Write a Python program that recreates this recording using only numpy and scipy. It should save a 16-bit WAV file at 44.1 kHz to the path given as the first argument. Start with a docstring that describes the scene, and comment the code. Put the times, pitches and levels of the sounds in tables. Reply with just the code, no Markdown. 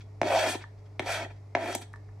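"""Scraping a cutting board

A knife pushes chopped food off a plastic board held over a pan, in a small kitchen. Three times
the blade knocks down and scrapes along; the last stroke snaps off the edge. Impact and stick-slip
friction excite the same resonances of the board, over mains hum and faint room noise."""
import sys
import numpy as np
from scipy import signal
from scipy.fft import rfft, irfft
from scipy.io import wavfile
from scipy.ndimage import map_coordinates

SR = 44100
rng = np.random.default_rng(int(sys.argv[2]) if len(sys.argv) > 2 else 0)


def output_pcm(signal):
    """Save a mono or channel-first signal as 16-bit PCM at the path in sys.argv[1].

    Samples are clipped to [-1, 1] before scaling.
    """
    pcm = np.clip(np.atleast_2d(signal).T, -1, 1) * 32767
    wavfile.write(sys.argv[1], SR, np.round(pcm).astype(np.int16))


N = 97020
T = np.arange(N) / SR
BIN_HZ = np.arange(N // 2 + 1) * SR / N
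ANTIPHASE = np.array([[1], [-1]])   # opposite signs left and right
# Edges in Hz of the board's five ranges, from low to high: flex, body, rasp, grit, hiss.
RANGE_EDGES_HZ = [225, 470, 1100, 2750, 6400, 12200]


def amp(db):
    """Amplitude grows tenfold every 20 dB."""
    return 10 ** (np.asarray(db) / 20)

def unit_rms(x):
    """Normalisation to a mean power of 1."""
    return x / np.sqrt(np.mean(x ** 2) + 1e-20)

def unit_energy(x):
    """Normalisation of each response to an energy of 1."""
    return x / np.sqrt(np.sum(x ** 2, axis=-1, keepdims=True) + 1e-20)

def at_hz(rows, hz):
    """Interpolation of a table's columns on a logarithmic frequency axis."""
    row_hz, *columns = np.transpose(rows)
    return [np.interp(np.log(hz + 1e-9), np.log(row_hz), column) for column in columns]

def band(x, low, high, order=2):
    """Butterworth band-pass between two frequencies in Hz."""
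    sections = signal.butter(order, [low, min(high, .45 * SR)], "band", fs=SR, output="sos")
    return signal.sosfilt(sections, x)

def resonate(x, hz, width):
    """A damped resonator with unit gain at its peak: the narrower it is, the longer it rings."""
    radius = np.exp(-np.pi * width / SR)
    feedback = [1, -2 * radius * np.cos(2 * np.pi * hz / SR), radius ** 2]
    return signal.lfilter(np.array([1, 0, -1]) * (1 - radius ** 2) / 2, feedback, x + 1e-18)

def modal_ring(modes):
    """Modal superposition: an impulse response is a sum of damped resonances."""
    click = signal.unit_impulse(SR // 10)
    return sum(amp(db) * resonate(click, hz, width) for hz, width, db in modes)

def drift(hz):
    """Random fluctuation of unit rms: noise low-passed at hz."""
    return unit_rms(irfft(rfft(rng.standard_normal(N)) / (1 + (BIN_HZ / hz) ** 2), N))

def burst(decay_s):
    """A spray of tiny clicks merges into exponentially decaying noise."""
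    t = T[:SR // 30]
    return rng.standard_normal(len(t)) * np.exp(-t / decay_s)

def excite(drive, response):
    """A linear system convolves its drive with its impulse response."""
    return signal.fftconvolve(drive, response)[:N]

def strike(times, peak_db, response):
    """Impulsive excitation: each blow starts a scaled copy of the response."""
    clicks = np.zeros(N)
    clicks[(np.asarray(times) * SR).astype(int)] = amp(peak_db)
    return excite(clicks, response / np.abs(response).max())


def mains_hum():
    """Steady partials add to a hum that slowly swells and sinks."""
    # Each row: frequency in Hz, rms level in dB before the swell.
    partials = [(49.8, -65), (99.8, -46), (124.8, -66), (149.7, -64.5), (297.5, -70), (425, -68.5),
                (697, -81.5)]
    # Each row: time in seconds, gain in dB.
    swell = [(0, 0), (0.3, 1), (0.75, -1.8), (0.98, -.5), (1.2, 2), (1.42, -0.3), (1.72, -2.5), (2.15, 1)]
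    hum = sum(amp(db) * np.sqrt(2) * np.sin(2 * np.pi * (hz * T + rng.random())) for hz, db in partials)
    return hum * amp(np.interp(T, *np.transpose(swell)))

def room_noise():
    """Filtered noise: a narrow rumble and a broad wash, partly coherent between left and right."""
    # Each row: frequency in Hz, relative spectral density in dB.
    spectrum = [(100, -23), (170, -8.5), (298, -11), (367, -14.5), (426, -3.5), (459, -15.5), (631, -10),
                (1440, -24.5), (1550, -29.5), (2100, -22.5), (3110, -38), (5150, -31.5), (15000, -54)]
    rumble = unit_rms(band(rng.standard_normal(N + SR), 42.4, 66.6, order=3)[SR:])
    low_cut = BIN_HZ ** 4 / (BIN_HZ ** 4 + 60 ** 4)
    colour = amp(at_hz(spectrum, BIN_HZ)[0]) * low_cut
    mid, side = unit_rms(irfft(rfft(rng.standard_normal((2, N))) * colour, N))
    return amp(-61.5) * (rumble + mid + amp(-4.5) * side * ANTIPHASE)

def kitchen(x):
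    """Reverberation: direct sound, sideways reflections from pan and hob, and a diffuse tail."""
    # Each row: frequency in Hz, reverberation time in seconds, level in dB.
    reverberation = [(202, 0.25, -11), (664, 0.25, -2), (2480, 0.28, -2.5), (5560, 0.24, -0.5),
                     (11300, 0.16, -8)]
    t, edges_hz = T[:SR // 2], np.geomspace(90, 18000, num=9)
    white, tail = rng.standard_normal((2, len(t))), 0
    build_up = 1 - np.exp(-t / 0.0027)
    for low, high in zip(edges_hz, edges_hz[1:]):
        t60, db = at_hz(reverberation, np.sqrt(low * high))
        dying = band(white, low, high) * amp(-60 * t / t60) * build_up
        tail = tail + amp(db) * np.sqrt(2 * (high - low) / SR) * unit_energy(dying)
    early = band(rng.standard_normal(len(t)), 2200, 14000) * np.exp(-t / 0.0064) * (t > .001)
    responses = tail + amp(-8) * unit_energy(early) * ANTIPHASE
    reflected = np.array([excite(x, response) for response in responses])
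    left_lag_s = .000019
    left = amp(0.04) * irfft(rfft(x) * np.exp(-2j * np.pi * BIN_HZ * left_lag_s), N)
    return reflected + [left, x]

def board_responses():
    """The board's impulse response, contact click plus modal ring, split into its five ranges."""
    # Modes of board and blade. Each row: frequency in Hz, bandwidth in Hz, relative gain in dB.
    modes = [(260, 115, -9), (346.3, 89, -3.5), (375.5, 28.3, -1.5), (552, 38, -3), (615.4, 64, -0.5),
             (688, 49, 0.5), (767, 36, -14), (863, 27, -9.5), (1323, 124, -14.5), (1485, 79, -13),
             (1774, 240, -10.5), (2185, 96, -8), (2375, 30, -17.5), (2404, 38, -9), (3234, 180, -12.5),
             (3690, 600, -22), (4590, 170, -18.5), (5150, 83, -19.5), (5800, 290, -20), (6830, 80, -19),
             (7870, 500, -17), (9000, 400, -57), (11200, 520, -67)]
    response = modal_ring(modes) + amp(-23) * signal.unit_impulse(SR // 10)
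    ranges = zip(RANGE_EDGES_HZ, RANGE_EDGES_HZ[1:])
    return [unit_energy(band(response, low, high, order=3)) for low, high in ranges]

def taps():
    """Light impacts as the board is tilted ring a few midrange modes, which sound hollow."""
    # Each row: time in seconds, peak level in dB.
    touches = [(0.6402, -33), (1.9382, -33), (1.9590, -42.5), (2.0895, -50)]
    # Each row: frequency in Hz, bandwidth in Hz, relative gain in dB.
    modes = [(944, 37, 1.5), (1196, 120, -0.5), (1500, 390, -6.5), (1757, 60, 5)]
    return strike(*np.transpose(touches), band(modal_ring(modes), 895, 1980, order=3))

def stick_slip():
    """Stick-slip friction: the edge catches at random on scored plastic, under uneven pressure."""
    slips_per_s, spread_db, judder_db = 7000, 2.5, 1
    sizes = amp(spread_db * np.minimum(rng.exponential(1, N), 4))
    signs = rng.choice([-1, 1], N)
    catches = rng.random(N) < slips_per_s / SR
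    judder = amp(judder_db * drift(hz=69.5))
    return unit_rms(sizes * signs * catches * judder)

def brushes(responses):
    """Grazing friction of the blade excites only the board's upper ranges."""
    # Each row: centre time in seconds, drive level in dB.
    grazes = [(0.013, -62), (0.625, -58), (0.79, -74), (0.865, -73.5), (1.37, -74.5)]
    envelope = sum(amp(db) * np.exp(-((T - centre_s) / .012) ** 2) for centre_s, db in grazes)
    rasp, grit, hiss = responses[2:]
    return excite(stick_slip() * envelope, amp(3.5) * rasp + amp(2) * grit + amp(-15) * hiss)

def blade_clacks():
    """Free vibration of the blade: each landing rings its modes up to a cutoff of its own."""
    # Each row: time in seconds, peak level in dB, upper cutoff in Hz.
    landings = [(0.2156, -24, 5230), (0.9950, -18, 4500), (1.5507, -15.5, 2880)]
    # Each row: frequency in Hz, bandwidth in Hz, relative gain in dB.
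    modes = [(1800, 150, -1.5), (2110, 140, 3.5), (2280, 87, -0.5), (2786, 63, -7), (3200, 160, -9.5),
             (3430, 120, -16), (6400, 250, -14)]
    ring = modal_ring(modes)
    return sum(strike([start_s], db, band(ring, 1440, top_hz)) for start_s, db, top_hz in landings)

def blade_snap():
    """Sudden release: the blade slips off the board's edge with a bright transient."""
    return strike(times=[1.7502], peak_db=-22.5, response=band(burst(decay_s=0.0018), 6030, 13800))

def knocks(responses):
    """Impact excitation: the blade lands, bounces and ticks on the board, which sways in the hand."""
    # Each row: time in seconds, then peak levels in dB of flex, body, rasp, grit and hiss.
    contacts = [(0.2154, -23, -11.5, -18, -24.5, -39), (0.2315, -30, -18.5, -20.5, -34.5, -50),
                (0.2406, -26.5, -47, -39, -45, -62), (0.5520, -28.5, -30.5, -45, -31, -46),
                (0.9950, -27, -20.5, -20, -29.5, -39.5), (1.0031, -36, -28.5, -26, -38.5, -53),
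                (1.5505, -25.5, -13, -18.5, -29, -54), (1.5535, -39, -21.5, -18.5, -32, -66),
                (1.5661, -33, -22.5, -30, -41, -65), (1.5734, -33, -23, -28.5, -47, -57),
                (1.7500, -30, -30.5, -23, -25, -21), (1.9316, -61, -70, -51, -51, -54.5),
                (1.9595, -70, -55, -54, -51.5, -61)]
    # Each row: time of landing in seconds, peak level in dB.
    sways = [(0.217, -35), (0.999, -38), (1.552, -40)]
    times, *levels = np.transpose(contacts)
    flex, body, rasp, grit, hiss = responses
    crunch = burst(decay_s=0.0024)   # a contact crushes the surface for a moment
    struck = [flex, body, rasp, np.convolve(grit, crunch), np.convolve(hiss, crunch)]
    impacts = sum(strike(times, db, response) for db, response in zip(levels, struck))
    sway = resonate(signal.unit_impulse(SR // 2), hz=127.4, width=18.3)
    return impacts + strike(*np.transpose(sways), sway)

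def stroke_envelopes():
    """Amplitude envelopes of the friction in the five ranges, zero between strokes."""
    # One list a stroke. Each row: time in seconds, then drive in dB of flex, body, rasp, grit and hiss.
    strokes = [
        [(0.24, -34, -35.5, -47.5, -53, -63), (0.272, -32.5, -30, -37, -43.5, -54),
         (0.322, -39, -26, -33.5, -45, -49.5), (0.37, -35, -21, -34.5, -35, -46.5),
         (0.408, -47.5, -27, -31, -37, -44.5), (0.458, -35, -30, -34, -42, -49.5),
         (0.496, -36, -34, -36.5, -38.5, -40.5), (0.518, -43, -45.5, -38.5, -39, -39.5),
         (0.556, -41, -33, -42.5, -49.5, -56), (0.578, -54, -95, -65, -63, -63),
         (0.62, -61, -49, -48.5, -63, -77)],
        [(1.02, -37.5, -50, -44, -59, -64), (1.042, -41, -47.5, -50.5, -59, -68),
         (1.062, -47, -37, -44, -48, -59), (1.092, -49, -31.5, -33.5, -41, -46.5),
         (1.122, -52.5, -36.5, -33.5, -38, -42.5), (1.236, -40, -39, -42.5, -51, -62.5),
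         (1.25, -49.5, -43.5, -42, -57, -69), (1.264, -47, -43.5, -60, -79, -75),
         (1.288, -65, -78, -65, -82, -89), (1.308, -60, -48.5, -53.5, -66.5, -82),
         (1.33, -71, -98, -74, -73, -83)],
        [(1.582, -41, -38, -44.5, -56, -69), (1.646, -38, -36, -41.5, -51, -57.5),
         (1.698, -36.5, -36.5, -39, -47.5, -53.5), (1.728, -49, -43, -40, -47.5, -51),
         (1.742, -39, -47.5, -52, -44.5, -76), (1.752, -34, -32.5, -34, -44, -40),
         (1.768, -47, -90, -67, -59, -59), (1.784, -53, -67, -59, -57, -57), (1.806, -46, -57, -64, -74, -64),
         (1.82, -43.5, -49, -45.5, -47.5, -48), (1.85, -68, -94, -70, -69, -87)],
    ]
    envelopes = np.zeros((5, N))
    for times, *levels in map(np.transpose, strokes):
        envelopes += amp([np.interp(T, times, db, left=-np.inf, right=-np.inf) for db in levels])
    return envelopes

def edge_echo(x):
    """Reflection from the board's edge, with a delay that wanders as the blade travels."""
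    delay_s = .003 + .00006 * drift(hz=2.94)
    return map_coordinates(x, [(T - delay_s) * SR], order=3)

def rub_rings(rasp_envelope, grit_envelope):
    """Rubbing excites narrow resonances, each swelling and fading as the contact moves."""
    # Each row: frequency in Hz, bandwidth in Hz, level in dB relative to its range's envelope.
    modes = [(1364, 31, -20.5), (1480, 18, -15), (1547, 17, -17), (1797, 28, -11.5), (2448, 21, -14.5),
             (3247, 88, -7.5), (4410, 17, -12.5), (4430, 54, -24)]
    drive, rings, swell_db = stick_slip(), 0, 1.5
    for hz, width, db in modes:
        swell = amp(db + swell_db * np.clip(drift(hz=8.1), -2, 1))
        envelope = rasp_envelope if hz < RANGE_EDGES_HZ[3] else grit_envelope
        rings = rings + unit_rms(resonate(drive, hz, width)) * swell * envelope
    return rings

def gliding_resonance():
    """Narrow-band noise follows the board's main resonance, which the blade's position shifts."""
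    # Each row: time in seconds, frequency in Hz.
    pitch = [(0.24, 630), (0.31, 595), (0.37, 689), (0.41, 600.5), (0.54, 740), (1.08, 738.6),
             (1.125, 681.5), (1.17, 601.6), (1.21, 677.5), (1.25, 633), (1.60, 651.2), (1.73, 720)]
    phase = 2 * np.pi * np.cumsum(np.interp(T, *np.transpose(pitch))) / SR
    chatter = drift(hz=26) + 1j * drift(hz=26)   # random amplitude and phase
    limited = chatter / np.sqrt(0.27 + np.abs(chatter) ** 2)
    return unit_rms(band(np.real(limited * np.exp(1j * phase)), 510, 920))

def scrapes(responses):
    """Forced vibration: friction drives the board, and the upper ranges interfere with their echo."""
    drive, envelopes = stick_slip(), stroke_envelopes()
    flex, body, rasp, grit, hiss = map(excite, drive * envelopes, responses)
    body_envelope, rasp_envelope, grit_envelope = envelopes[1:4]
    glide = body_envelope * gliding_resonance()
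    upper = amp(-0.5) * rasp + grit + hiss
    echo_gain = amp(-5)
    combed = (upper + echo_gain * edge_echo(upper)) / np.hypot(1, echo_gain)
    rings = rub_rings(rasp_envelope, grit_envelope)
    return amp(-2.5) * flex + amp(-1.5) * body + amp(-3.5) * glide + combed + rings


def scene():
    """Superposition of friction and impacts in the kitchen, over its hum and noise."""
    responses = board_responses()
    friction = amp(-0.07) * scrapes(responses) + brushes(responses)
    # The treble of the friction reaches left and right unequally.
    sideways = amp(-15) * band(edge_echo(friction), 2100, 14000) * ANTIPHASE
    impacts = knocks(responses) + blade_clacks() + blade_snap() + taps()
    return kitchen(friction + impacts) + sideways + mains_hum() + room_noise()

def record(dry):
    """A steep low-pass filter removes the highest treble."""
    return signal.sosfilt(signal.cheby2(14, 60, 16500, fs=SR, output="sos"), dry)


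dry = scene()
out = record(dry)
output_pcm(out)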